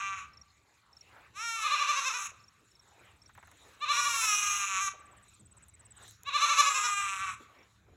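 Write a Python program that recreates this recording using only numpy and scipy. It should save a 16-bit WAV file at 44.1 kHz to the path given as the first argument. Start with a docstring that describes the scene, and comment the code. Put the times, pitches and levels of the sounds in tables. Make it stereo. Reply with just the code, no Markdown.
"""Two young goats bleat over each other across a pasture: one holds long cries that break into half pitch,
the other stutters. A nearby wall and a tree line send back echoes; crickets chirp, trill and buzz, insects
hiss, grass snaps and rustles near the microphone, far traffic hums. Goat voices are pulses and breath through
resonances; crickets are short gliding tones; grass, leaves, hiss and hum are shaped noise."""
import sys
import numpy as np
from scipy import signal
from scipy.fft import rfft, irfft, next_fast_len
from scipy.io import wavfile
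from scipy.ndimage import uniform_filter1d, map_coordinates

SR = 44100
rng = np.random.default_rng(int(sys.argv[2]) if len(sys.argv) > 2 else 0)


def voltage_ratio(level):
    """Linear amplitude factor for a level in decibels (scalar or array-like)."""
    return 10 ** (np.asarray(level, float) / 20)


def inscribe(sig):
    """Save sig as 16-bit PCM at rate SR to the path in sys.argv[1].

    A 1-D sig is mono; a 2-D sig holds one channel per row.
    Samples are clipped to [-1, 1] before scaling.
    """
    pcm = np.round(np.clip(np.atleast_2d(sig).T, -1, 1) * 32767)
    wavfile.write(sys.argv[1], SR, pcm.astype(np.int16))


N = 351036

# long cries, course of each: t/s, pitch/Hz, relative effort/dB, upper mouth resonance f/Hz, breath (0-1),
# half pitch (0-1), second resonance level/dB, treble slope/(dB per octave)
CRY_COURSES = [
    [(0, 393, -33.5, 6600, 0.8, 0.36, -2, -5.5), (.04, 392.7, -30.5, 6600, .08, 0.3, -1.5, -7.5),
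     (.09, 390.9, -35, 6600, 0, 0.42, 1, -7.5), (.165, 383, -38, 6830, 0.45, 0.65, -4, -7),
     (.19, 376.2, -38.5, 6860, 0.54, 0.4, 2, -3), (.26, 387.4, -52, 6850, 0.83, 0.2, 4, -5)],
    [(1.335, 354, -69, 4450, 0, 0, -3, 0.5), (1.36, 384, -48, 4700, .15, 0, -3, 2.5),
     (1.4, 437, -35, 5600, 0.2, 0, 0, 0), (1.44, 468.3, -31.5, 5600, .03, 0, -6, -1),
     (1.5, 457.2, -33, 5260, 0, 0.02, -3.5, 1), (1.56, 451.5, -35, 5100, 0.1, 0.02, 3, 2),
     (1.63, 431, -35, 4970, 0.21, .1, -1, 3), (1.7, 408.8, -36.5, 5013, 0.24, 0.13, 6, 1),
     (1.85, 396, -36, 6000, 0.45, 0.36, 5.5, -1), (2.0, 387.6, -38.5, 6330, 0.37, 0.66, -0.5, 3),
     (2.13, 381.8, -42, 6560, 0.41, 0.47, -5, 4), (2.22, 393, -39, 6650, 0.32, 0.25, -1.5, 4.5),
     (2.27, 382.6, -39, 6810, 0.9, 0, 4.5, 5), (2.31, 360, -88, 6500, 0.9, .3, 0, 2)],
    [(3.875, 396, -66, 5130, 0.5, 0, 0, -2), (3.915, 461.5, -35, 5700, 0.1, 0, 4, 3),
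     (3.99, 483.7, -30, 5700, 0.18, 0.07, -4.5, 2.5), (4.12, 469.3, -32.5, 5320, 0.04, 0.08, 2.5, 5.5),
     (4.22, 443.6, -33.5, 5060, 0.17, 0.05, 3, 8.5), (4.32, 414, -31, 5960, 0.38, 0.13, 5, 6),
     (4.45, 408.4, -33.5, 6280, 0.4, 0.05, 6.5, 6), (4.58, 403.9, -35.5, 6600, 0.54, 0.4, 5.5, 6),
     (4.7, 388.1, -36, 7000, 0.4, 0.86, 3.5, 2.5), (4.795, 375.8, -32.5, 6800, 0.39, 0.8, 0, 1),
     (4.815, 398.8, -32, 6560, 0, 0.12, -3.5, 1.5), (4.865, 387.8, -32.5, 6700, 0.2, 0, -7, 3),
     (4.89, 385.3, -38.5, 6600, 0.6, 0.33, -3, 3), (4.92, 363, -75, 6650, 0.54, .3, 4, -3)],
    [(6.36, 392, -43, 5300, 0.4, 0.1, 2, 1), (6.41, 433.7, -31.5, 6200, 0.3, 0, -1, -0.5),
     (6.47, 457.3, -30.5, 6640, 0.15, 0.3, -4, -0.5), (6.53, 438.6, -32.5, 6400, 0.14, 0.1, -1, 0.5),
     (6.73, 411.3, -32, 7450, 0.11, 0, -1, 2), (6.9, 406, -31, 7620, 0.36, 0.31, -4, 1),
     (6.96, 401.7, -32, 7780, 0, 0, 3.5, -0.5), (7.02, 399.7, -30.5, 7990, 0.5, 0.04, -0.5, -0.5),
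     (7.11, 389.3, -38, 8170, 0.36, 1, 4.5, 1), (7.2, 381.4, -35.5, 8200, 0.63, .9, -8, 0),
     (7.225, 390, -33, 8500, 0.43, .4, -1, -3.5), (7.3, 371.5, -35, 8000, 0.53, .4, -2.5, -1.5),
     (7.35, 346, -49, 8300, .9, 0.1, -1, 3)],
]
# stuttered bleats, one row a throb: t of the crest/s, crest pitch/Hz, relative effort/dB
BLEAT_THROBS = [
    [(1.588, 605.6, -46.5), (1.662, 600.8, -35.5), (1.738, 596.6, -31), (1.823, 582.3, -33.5),
     (1.907, 595.3, -30.5), (1.992, 551.7, -32.5), (2.08, 529, -30.5), (2.17, 497.5, -36),
     (2.255, 462.2, -49)],
    [(3.84, 601, -37), (3.916, 590.6, -30), (3.996, 585, -35), (4.077, 582, -35), (4.16, 557, -35.5),
     (4.245, 508, -35.5)],
    [(6.287, 569.5, -38), (6.361, 593, -31.5), (6.444, 588, -28.5), (6.521, 589, -31), (6.604, 585, -25.5),
     (6.685, 573, -30), (6.775, 535.5, -32.5), (6.865, 483.4, -32)],
]
# effort through one throb: share of the way to the next crest (0-1), level/dB
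THROB_EFFORT = [(0, 1), (.06, -2), (.14, -9), (.3, -7), (.5, -13), (.68, -4), (.82, -1), (1, -1.5)]
# fixed throat resonances, each passed twice: f/Hz, width/Hz, level per pass/dB
CRY_THROAT_MODES = [(406, 110, -11.5), (1197, 289, 2), (2525, 514, -1), (4080, 877, -3), (4665, 1170, 0.5),
                    (5388, 2400, -3.5), (8980, 2000, -4), (12870, 10500, -14.5)]
BLEAT_THROAT_MODES = [(550, 340, -12.5), (1191, 208, 2), (2609, 410, -2), (3478, 530, -2.5),
                      (4460, 2020, -4.5), (6400, 1380, -2), (9450, 5000, -6)]
# decay of the tree echo: f/Hz, time to fall 60 dB/s
TREE_DECAY = [(300, 0.4), (1200, 0.93), (3000, 0.7), (9000, 0.23)]
# grass snaps: t/s, tick level/dB, knock level/dB, knock f/Hz
GRASS_SNAPS = [(2.314, -68, -59.5, 486), (2.607, -59, -60.5, 302), (3.292, -56, -50, 1370),
               (3.351, -50, -53.5, 1500), (3.376, -48, -44, 1080), (3.427, -52, -46.5, 1250),
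               (3.473, -45.5, -50, 1210), (3.515, -44, -53, 1300), (4.934, -78, -48, 626),
               (5.392, -80, -53.5, 189), (5.684, -47, -64, 1014), (6.041, -61.5, -54, 1510),
               (6.079, -43, -59, 1470), (6.11, -38, -73, 1520), (6.122, -47, -68, 1500),
               (6.234, -37.5, -59, 686), (7.398, -68.5, -49, 341), (7.879, -92, -56.5, 362),
               (7.921, -76, -56, 360)]
# trilling cricket, one row a stretch where the trill is heard between the calls:
# t of first note/s, t of last note/s, first level/dB, last level/dB
TRILL_STRETCHES = [(0.279, 1.266, -71, -67), (2.362, 3.796, -67, -57.5), (5, 6.0834, -54.5, -46)]
# chirping cricket: t of the last stroke/s, relative level/dB, strokes (count)
CHIRP_TIMES = [(0.418, -50.5, 3), (1.0136, -50, 3), (2.4856, -56, 3), (2.799, -56.5, 3), (3.264, -55, 2),
               (7.6339, -65, 3)]
# strokes of one chirp: t from the last stroke/s, relative level/dB, f/Hz
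CHIRP_STROKES = [(-.08, -3, 5320), (-.042, 1.5, 5420), (0, 2, 5550)]
# steady cricket: t/s, level/dB
BUZZ_LEVEL = [(0, -61.5), (3, -64), (6.2, -83.5), (7.96, -91)]
# swells of leaves and grass, and at .3 s the tail of the first cry's echo:
# t of the centre/s, half width/s, level/dB
RUSTLE_AND_TAIL_SWELLS = [(.3, 0.075, -71.5), (.68, 0.037, -123.5), (1.16, 0.15, -59.5), (2.38, 0.095, -84),
                          (2.6, 0.037, -80), (3.0, 0.16, -61), (3.72, 0.2, -61.5), (5.15, 0.13, -65.5),
                          (5.45, .12, -87), (5.81, 0.1, -70), (6.03, 0.059, -59), (6.22, 0.044, -68.5),
                          (7.6, 0.073, -60.5)]
# flares of the insect hiss: t of the centre/s, half width/s, level/dB
HISS_FLARES = [(3.65, 0.092, -63), (6.08, 0.073, -56), (7.42, 0.03, -61)]
# level of the far hum: t/s, level/dB
HUM_COURSE = [(0, -65), (.29, -62.5), (.7, -78), (1.1, -69.5), (2, -74.5), (2.35, -69), (2.9, -72.5),
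              (3.37, -64), (3.77, -71.5), (4.05, -65.5), (6.3, -65), (6.6, -70), (7.25, -60.5),
              (7.58, -71.5), (7.96, -60.5)]
# noise spectra: f/Hz, relative density/(dB per Hz)
RUSTLE_SPECTRUM = [(120, -21.5), (300, 0), (600, -0.5), (1200, 3), (2500, -0.5), (3600, -10), (6000, -25)]
HISS_SPECTRUM = [(2500, -19), (3900, 7), (4600, 5), (5300, 0.5), (6300, -6.5), (6900, 2.5), (7500, -7),
                 (8700, -1), (9300, -12), (12000, -13), (16000, -24)]
HUM_SPECTRUM = [(15, -45.5), (25, -21), (59, -0.5), (75, 7), (89, -0.5), (106, 6), (135, -4), (165, -7.5),
                (195, -4), (230, -12), (330, -16.5), (430, -24.5), (730, -120)]
# phase of the left channel against the right's, climbing with frequency and holding level in places: f/Hz,
# phase/rad
STEREO_PHASE = [(0, 0), (1290, -0.4), (1720, 0.1), (2410, 1.5), (3190, 1.2), (3790, 1.8), (4310, 2.8),
                (5080, 3.5), (6120, 5.5), (6370, 6.2), (7490, 6.4), (7750, 7.7), (8350, 9.0), (9560, 9.9),
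                (10400, 12.3), (11600, 12.6), (12200, 14.3), (12500, 15.6), (13700, 15.7), (14600, 18.8),
                (15800, 18.9)]

PITCH_DIP = 0.17  # share of the pitch lost between throbs
MOUTH_START_HZ, MOUTH_RISE_HZ_PER_S = 3840, 2530  # the mouth widens through a bleat
BRIGHT_PER_DB, NEUTRAL_DB = 0.6, -30  # more effort, more treble
NOTE_GAP_S = 0.0572  # between trill notes
RUSTLE_FLOOR_DB, HISS_FLOOR_DB = -69, -70.5  # between swells and flares


def unit(x):
    """Scale to rms 1."""
    return x / np.sqrt(np.mean(x ** 2) + 1e-20)


def along(points, hz):
    """Read (f/Hz, value) points on a log frequency axis."""
    f, v = np.transpose(points)
    return np.interp(np.log(hz + 1), np.log(f + 1), v)


def curves(rows, t):
    """Read each column after the first at the positions t."""
    s, *cols = np.transpose(rows)
    return [np.interp(t, s, c) for c in cols]


def wobble(n, rate):
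    """Draw a smooth random curve with rate knots a second."""
    knots = rng.standard_normal(int(n * rate / SR) + 4)
    return map_coordinates(knots, [np.arange(n) * rate / SR])


def filtered(x, response):
    """Multiply the spectrum of x by a complex response of frequency."""
    m = next_fast_len(x.shape[-1] + 8192)
    spectrum = rfft(x, m) * response(np.fft.rfftfreq(m, 1 / SR))
    return irfft(spectrum, m)[..., :x.shape[-1]]


def peak(f, hz, width_hz):
    """One causal resonance."""
    return 1j * f * width_hz / (hz * hz - f * f + 1j * f * width_hz)


def add(x, s, piece):
    """Mix a piece into x at time s."""
    room = x[round(s * SR):][:len(piece)]
    room += piece[:len(room)]


def voice(pitch_hz, effort_db, half, breath, bright_db, ring_db, mouth_hz, throat, low_hz, high_hz,
          mouth_db, notch, jitter):
    """Vocal-fold pulses and breath through a moving mouth resonance and the fixed throat."""
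    n = len(pitch_hz)
    # a breathier voice is less steady
    unsteady = jitter * wobble(n, 40) + 0.011 * breath * wobble(n, 300)
    phase = 2 * np.pi * np.cumsum(pitch_hz * (1 + unsteady)) / SR
    # a geometric sum gives equal harmonics up to top
    top = np.floor(SR * 0.4 / pitch_hz.max())
    turn = np.exp(1j * phase)
    pulses = unit(np.real(turn * (1 - turn ** top) / (1 - turn + 1e-9)))
    # every other pulse weaker: lines halfway between the harmonics
    pulses = pulses * (1 + np.clip(half, 0, 1) * np.cos(phase / 2))
    uneven_db = (0.83 + 3.54 * breath) * wobble(n, 58.5) + 0.84 * breath * wobble(n, 250)
    pulses = pulses * voltage_ratio(uneven_db)
    puffs = unit(rng.standard_normal(n) * (1 + 0.2 * np.cos(phase)))  # breath puffs once a cycle

    f, t, z = signal.stft([pulses, puffs], SR, nperseg=256)
    f = f[:, None]
    frame_samples = np.minimum((t * SR).astype(int), n - 1)
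    at = lambda curve: curve[frame_samples]
    # the treble is breathier
    share = np.clip(at(breath) * (1 + f / 9000) + (f / 26000) ** 2, 0, 1)
    mixed = np.sqrt(1 - share ** 2) * z[0] + share * z[1]
    mouth = 1 + voltage_ratio(mouth_db) * abs(peak(f, at(mouth_hz), 538))
    # a side pocket swallows a band just above
    pocket = 1 - np.clip(notch, 0, 1) * abs(peak(f, 1.088 * at(mouth_hz), 500)) ** 2
    tilt = voltage_ratio(at(bright_db) * np.log2(np.maximum(f / 2500, 1)))
    ring = voltage_ratio(at(ring_db) * abs(peak(f, 2700, 560)) ** 2)
    shaped = mixed * mouth * pocket * tilt * ring
    source = signal.istft(shaped, SR, nperseg=256)[1][:n] * voltage_ratio(effort_db)

    # neighbouring throat resonances alternate in sign
    tube = lambda f: sum((-1) ** k * voltage_ratio(db) * peak(f, hz, w) for k, (hz, w, db) in enumerate(throat))
    edges = lambda f: (1j * f / (low_hz + 1j * f)) ** 3 * (high_hz / (high_hz + 1j * f)) ** 3
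    return filtered(np.pad(source, (0, 900)), lambda f: tube(f) ** 2 * edges(f))


def crying_goat():
    """Long cries: weakening every other fold pulse breaks the voice into half pitch."""
    out = np.zeros(N)
    for rows in CRY_COURSES:
        t = np.arange(rows[0][0], rows[-1][0], 1 / SR)
        pitch_hz, effort_db, mouth_hz, breath, half, ring_db, bright_db = curves(rows, t)
        cry = voice(pitch_hz, effort_db, half, breath, bright_db, ring_db, mouth_hz, CRY_THROAT_MODES,
                    low_hz=820, high_hz=10200, mouth_db=14.0, notch=0.62, jitter=0.0014)
        add(out, t[0], voltage_ratio(14.0) * cry)
    return out


def stuttering_goat(fall=0.3, taut=0.88, lead_in_s=0.045):
    """Each throb climbs in pitch and effort to a crest, then drops quickly."""
    out = np.zeros(N)
    for rows in BLEAT_THROBS:
        crests = np.array(rows)[:, 0]
        t = np.arange(crests[0] - lead_in_s, crests[-1] + 0.046, 1 / SR)
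        knots = np.r_[crests[0] - 0.08, crests, crests[-1] + 0.08]
        cycle = np.interp(t, knots, np.arange(len(knots))) % 1  # 0 at each crest
        # the folds are slackest at fall, nearly tight again at taut
        slack = np.sin(np.pi * np.interp(cycle, [0, fall, taut, 1], [0.0075, 0.5, 0.96, 1])) ** 2
        crest_hz, effort_db = curves(rows, t)
        pitch_hz = crest_hz * (1 - PITCH_DIP * slack)
        bright_db = BRIGHT_PER_DB * (effort_db - NEUTRAL_DB)
        mouth_hz = MOUTH_START_HZ + MOUTH_RISE_HZ_PER_S * (t - t[0])
        fade = np.clip(np.minimum(t - t[0], t[-1] - t) / 0.049, 1e-3, 1)
        level_db = effort_db + curves(THROB_EFFORT, cycle)[0] + 20 * np.log10(fade)
        hoarse = 0.07 + 0.3 * slack
        bleat = voice(pitch_hz, level_db, 0 * t, hoarse, bright_db, 0 * t, mouth_hz, BLEAT_THROAT_MODES,
                      low_hz=215, high_hz=5870, mouth_db=21.5, notch=0.08, jitter=0.0019)
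        add(out, t[0], voltage_ratio(16.5) * bleat)
    return out


def wall_echo(x, delay_s=0.036):
    """One hard wall nearby returns a single duller slap."""
    late = np.pad(x, (int(delay_s * SR), 0))[:N]
    return filtered(late, lambda f: 5000 / (5000 + 1j * f))


def tree_echo(x, delay_s=0.027, alike=0.86):
    """The tree line answers with a noise tail whose decay time depends on frequency."""
    hz, t, z = signal.stft(rng.standard_normal((3, SR)), SR, nperseg=256)
    decay = voltage_ratio(-60 * t / along(TREE_DECAY, hz)[:, None])
    tail = signal.istft(z * decay, SR, nperseg=256)[1]
    # one tail shared by both channels, and one of each channel's own
    tail = alike * tail[:1] + (1 - alike) * tail[1:]
    late = np.pad(x, (int(delay_s * SR), 0))[None]
    return signal.fftconvolve(late, tail / np.linalg.norm(tail[0]), axes=1)[:, :N]


def grass():
    """Dry stalks snap near the microphone: a bright noise tick and a dull resonant knock."""
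    out, t = np.zeros(N), np.arange(SR // 4) / SR
    for s, tick_db, knock_db, hz in GRASS_SNAPS:
        tick, knock = rng.standard_normal((2, len(t)))
        tick = filtered(tick * voltage_ratio(-60 * t / 0.006), lambda f: peak(f, 6000, 9000))
        knock = unit(filtered(knock, lambda f: peak(f, hz, 0.94 * hz) ** 2))
        # a lower knock starts and dies more slowly
        knock = knock * voltage_ratio(-60 * t / (0.034 + 40 / hz)) * (1 - np.exp(-t * hz / 3))
        add(out, s, voltage_ratio(tick_db) * tick + voltage_ratio(knock_db) * knock)
    return out


def wing_notes(s, db, hz, life_s, arch_hz, fall_hz, skew):
    """Wing strokes: short tones whose pitch arches and sags."""
    out, u = np.zeros(N), np.linspace(0, 1, int(life_s * SR))
    shape = np.sin(np.pi * u ** skew) ** 0.64
    scattered_hz = hz * rng.normal(1, 0.0045, len(s))
    for mark, level_db, note_hz in np.broadcast(s, db, scattered_hz):
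        pitch = note_hz + arch_hz * np.sin(np.pi * u) - fall_hz * u ** 3
        tone = np.sin(2 * np.pi * np.cumsum(pitch) / SR)
        add(out, mark - 0.004, voltage_ratio(level_db) * shape * tone)  # the note starts 4 ms before its mark
    return out


def trilling_cricket(scatter_s=0.0015, scatter_db=1):
    """Almost evenly spaced wing notes, heard between the calls; the level rises through each stretch."""
    stretches = []
    for s0, s1, db0, db1 in TRILL_STRETCHES:
        count = round((s1 - s0) / NOTE_GAP_S) + 1
        stretches.append(np.linspace([s0, db0], [s1, db1], count))
    notes = np.concatenate(stretches)
    notes = notes + rng.standard_normal(notes.shape) * [scatter_s, scatter_db]
    return wing_notes(*notes.T, 7960, life_s=0.02, arch_hz=241, fall_hz=860, skew=0.71)


def chirping_cricket():
    """Every chirp ends in the same pattern of wing strokes."""
    strokes = []
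    for s, db, count in CHIRP_TIMES:
        for lag, step_db, hz in CHIRP_STROKES[-count:]:
            strokes.append((s + lag, db + step_db, hz))
    return voltage_ratio(5) * wing_notes(*np.transpose(strokes), life_s=0.012, arch_hz=80, fall_hz=380, skew=0.45)


def steady_cricket(rate_hz=54, hz=4950, fall_hz=600, grit=1.9):
    """An unbroken series of gritty wing strokes, each falling in pitch."""
    cycle = np.cumsum(rate_hz * (1 + 0.046 * wobble(N, 17))) / SR % 1
    along_stroke = np.clip(cycle / 0.65, 0, 1)  # then a weak even tone to the next stroke
    stroke = 0.25 + np.sin(np.pi * along_stroke)
    stroke = stroke * voltage_ratio(3 * wobble(N, 40)) * (1 + grit * wobble(N, 700))
    tone = np.sin(2 * np.pi * np.cumsum(hz - fall_hz * along_stroke) / SR)
    return unit(stroke * tone) * voltage_ratio(curves(BUZZ_LEVEL, np.arange(N) / SR)[0])


def rush(spectrum, alike, patchy_db):
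    """Stereo noise of rms 1 with patches of random gain; alike is the channels' correlation."""
    z = signal.stft(rng.standard_normal((2, N)), nperseg=512)[2]
    field = rng.standard_normal(z.shape[1:])
    field = uniform_filter1d(uniform_filter1d(field, 6, 0), 12, 1)
    patchy = signal.istft(z * voltage_ratio(patchy_db * unit(field)), nperseg=512)[1][:, :N]
    a, b = filtered(patchy, lambda f: voltage_ratio(along(spectrum, f)))
    turn = np.arccos(np.clip(alike, -1, 1)) / 2
    mid, side = np.cos(turn) * a, np.sin(turn) * b
    return unit(np.array([mid + side, mid - side]))


def swells(rows, floor_db):
    """A floor with bell-shaped swells on it, as gain."""
    t = np.arange(N) / SR
    return voltage_ratio(floor_db) + sum(voltage_ratio(db) * np.exp(-((t - s) / width) ** 2) for s, width, db in rows)


def rustle():
    """Patchy, wide noise swells as leaves and grass rustle, and at .3 s as the tail of the first cry's echo."""
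    gain = swells(RUSTLE_AND_TAIL_SWELLS, RUSTLE_FLOOR_DB) * voltage_ratio(1.2 * wobble(N, 15))
    return gain * rush(RUSTLE_SPECTRUM, 0.14, patchy_db=3.5)


def insect_hiss():
    """Insects hiss as high, narrow-stereo noise that flares up."""
    gain = swells(HISS_FLARES, HISS_FLOOR_DB) * voltage_ratio(2.4 * wobble(N, 9.2))
    return gain * rush(HISS_SPECTRUM, 0.95, patchy_db=3)


def far_hum():
    """Far traffic hums as low noise of drifting level."""
    level_db = curves(HUM_COURSE, np.arange(N) / SR)[0] + 1.3 * wobble(N, 55)
    return voltage_ratio(level_db) * rush(HUM_SPECTRUM, 0.91, patchy_db=-1.0)


def scene():
    """Goats with their echoes, grass, crickets and the background."""
    goats = crying_goat() + stuttering_goat()
    echoes = voltage_ratio(-8.5) * wall_echo(goats) + voltage_ratio(-20.5) * tree_echo(goats)
    crickets = trilling_cricket() + chirping_cricket() + steady_cricket()
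    background = rustle() + insect_hiss() + far_hum()
    return goats + echoes + grass() + crickets + background


def band_limit(x):
    """A steep low-pass at the top of the band."""
    return signal.sosfilt(signal.butter(12, 15830, fs=SR, output="sos"), x)


def record(dry):
    """Stereo processing turns the left channel's phase against the right's, half of the angle on each."""
    hz, angle = np.transpose(STEREO_PHASE)
    turned = filtered(dry, lambda f: np.exp(1j * np.interp(f, hz, angle) / [[2], [-2]]))
    return band_limit(turned)


dry = scene()
out = record(dry)
inscribe(out)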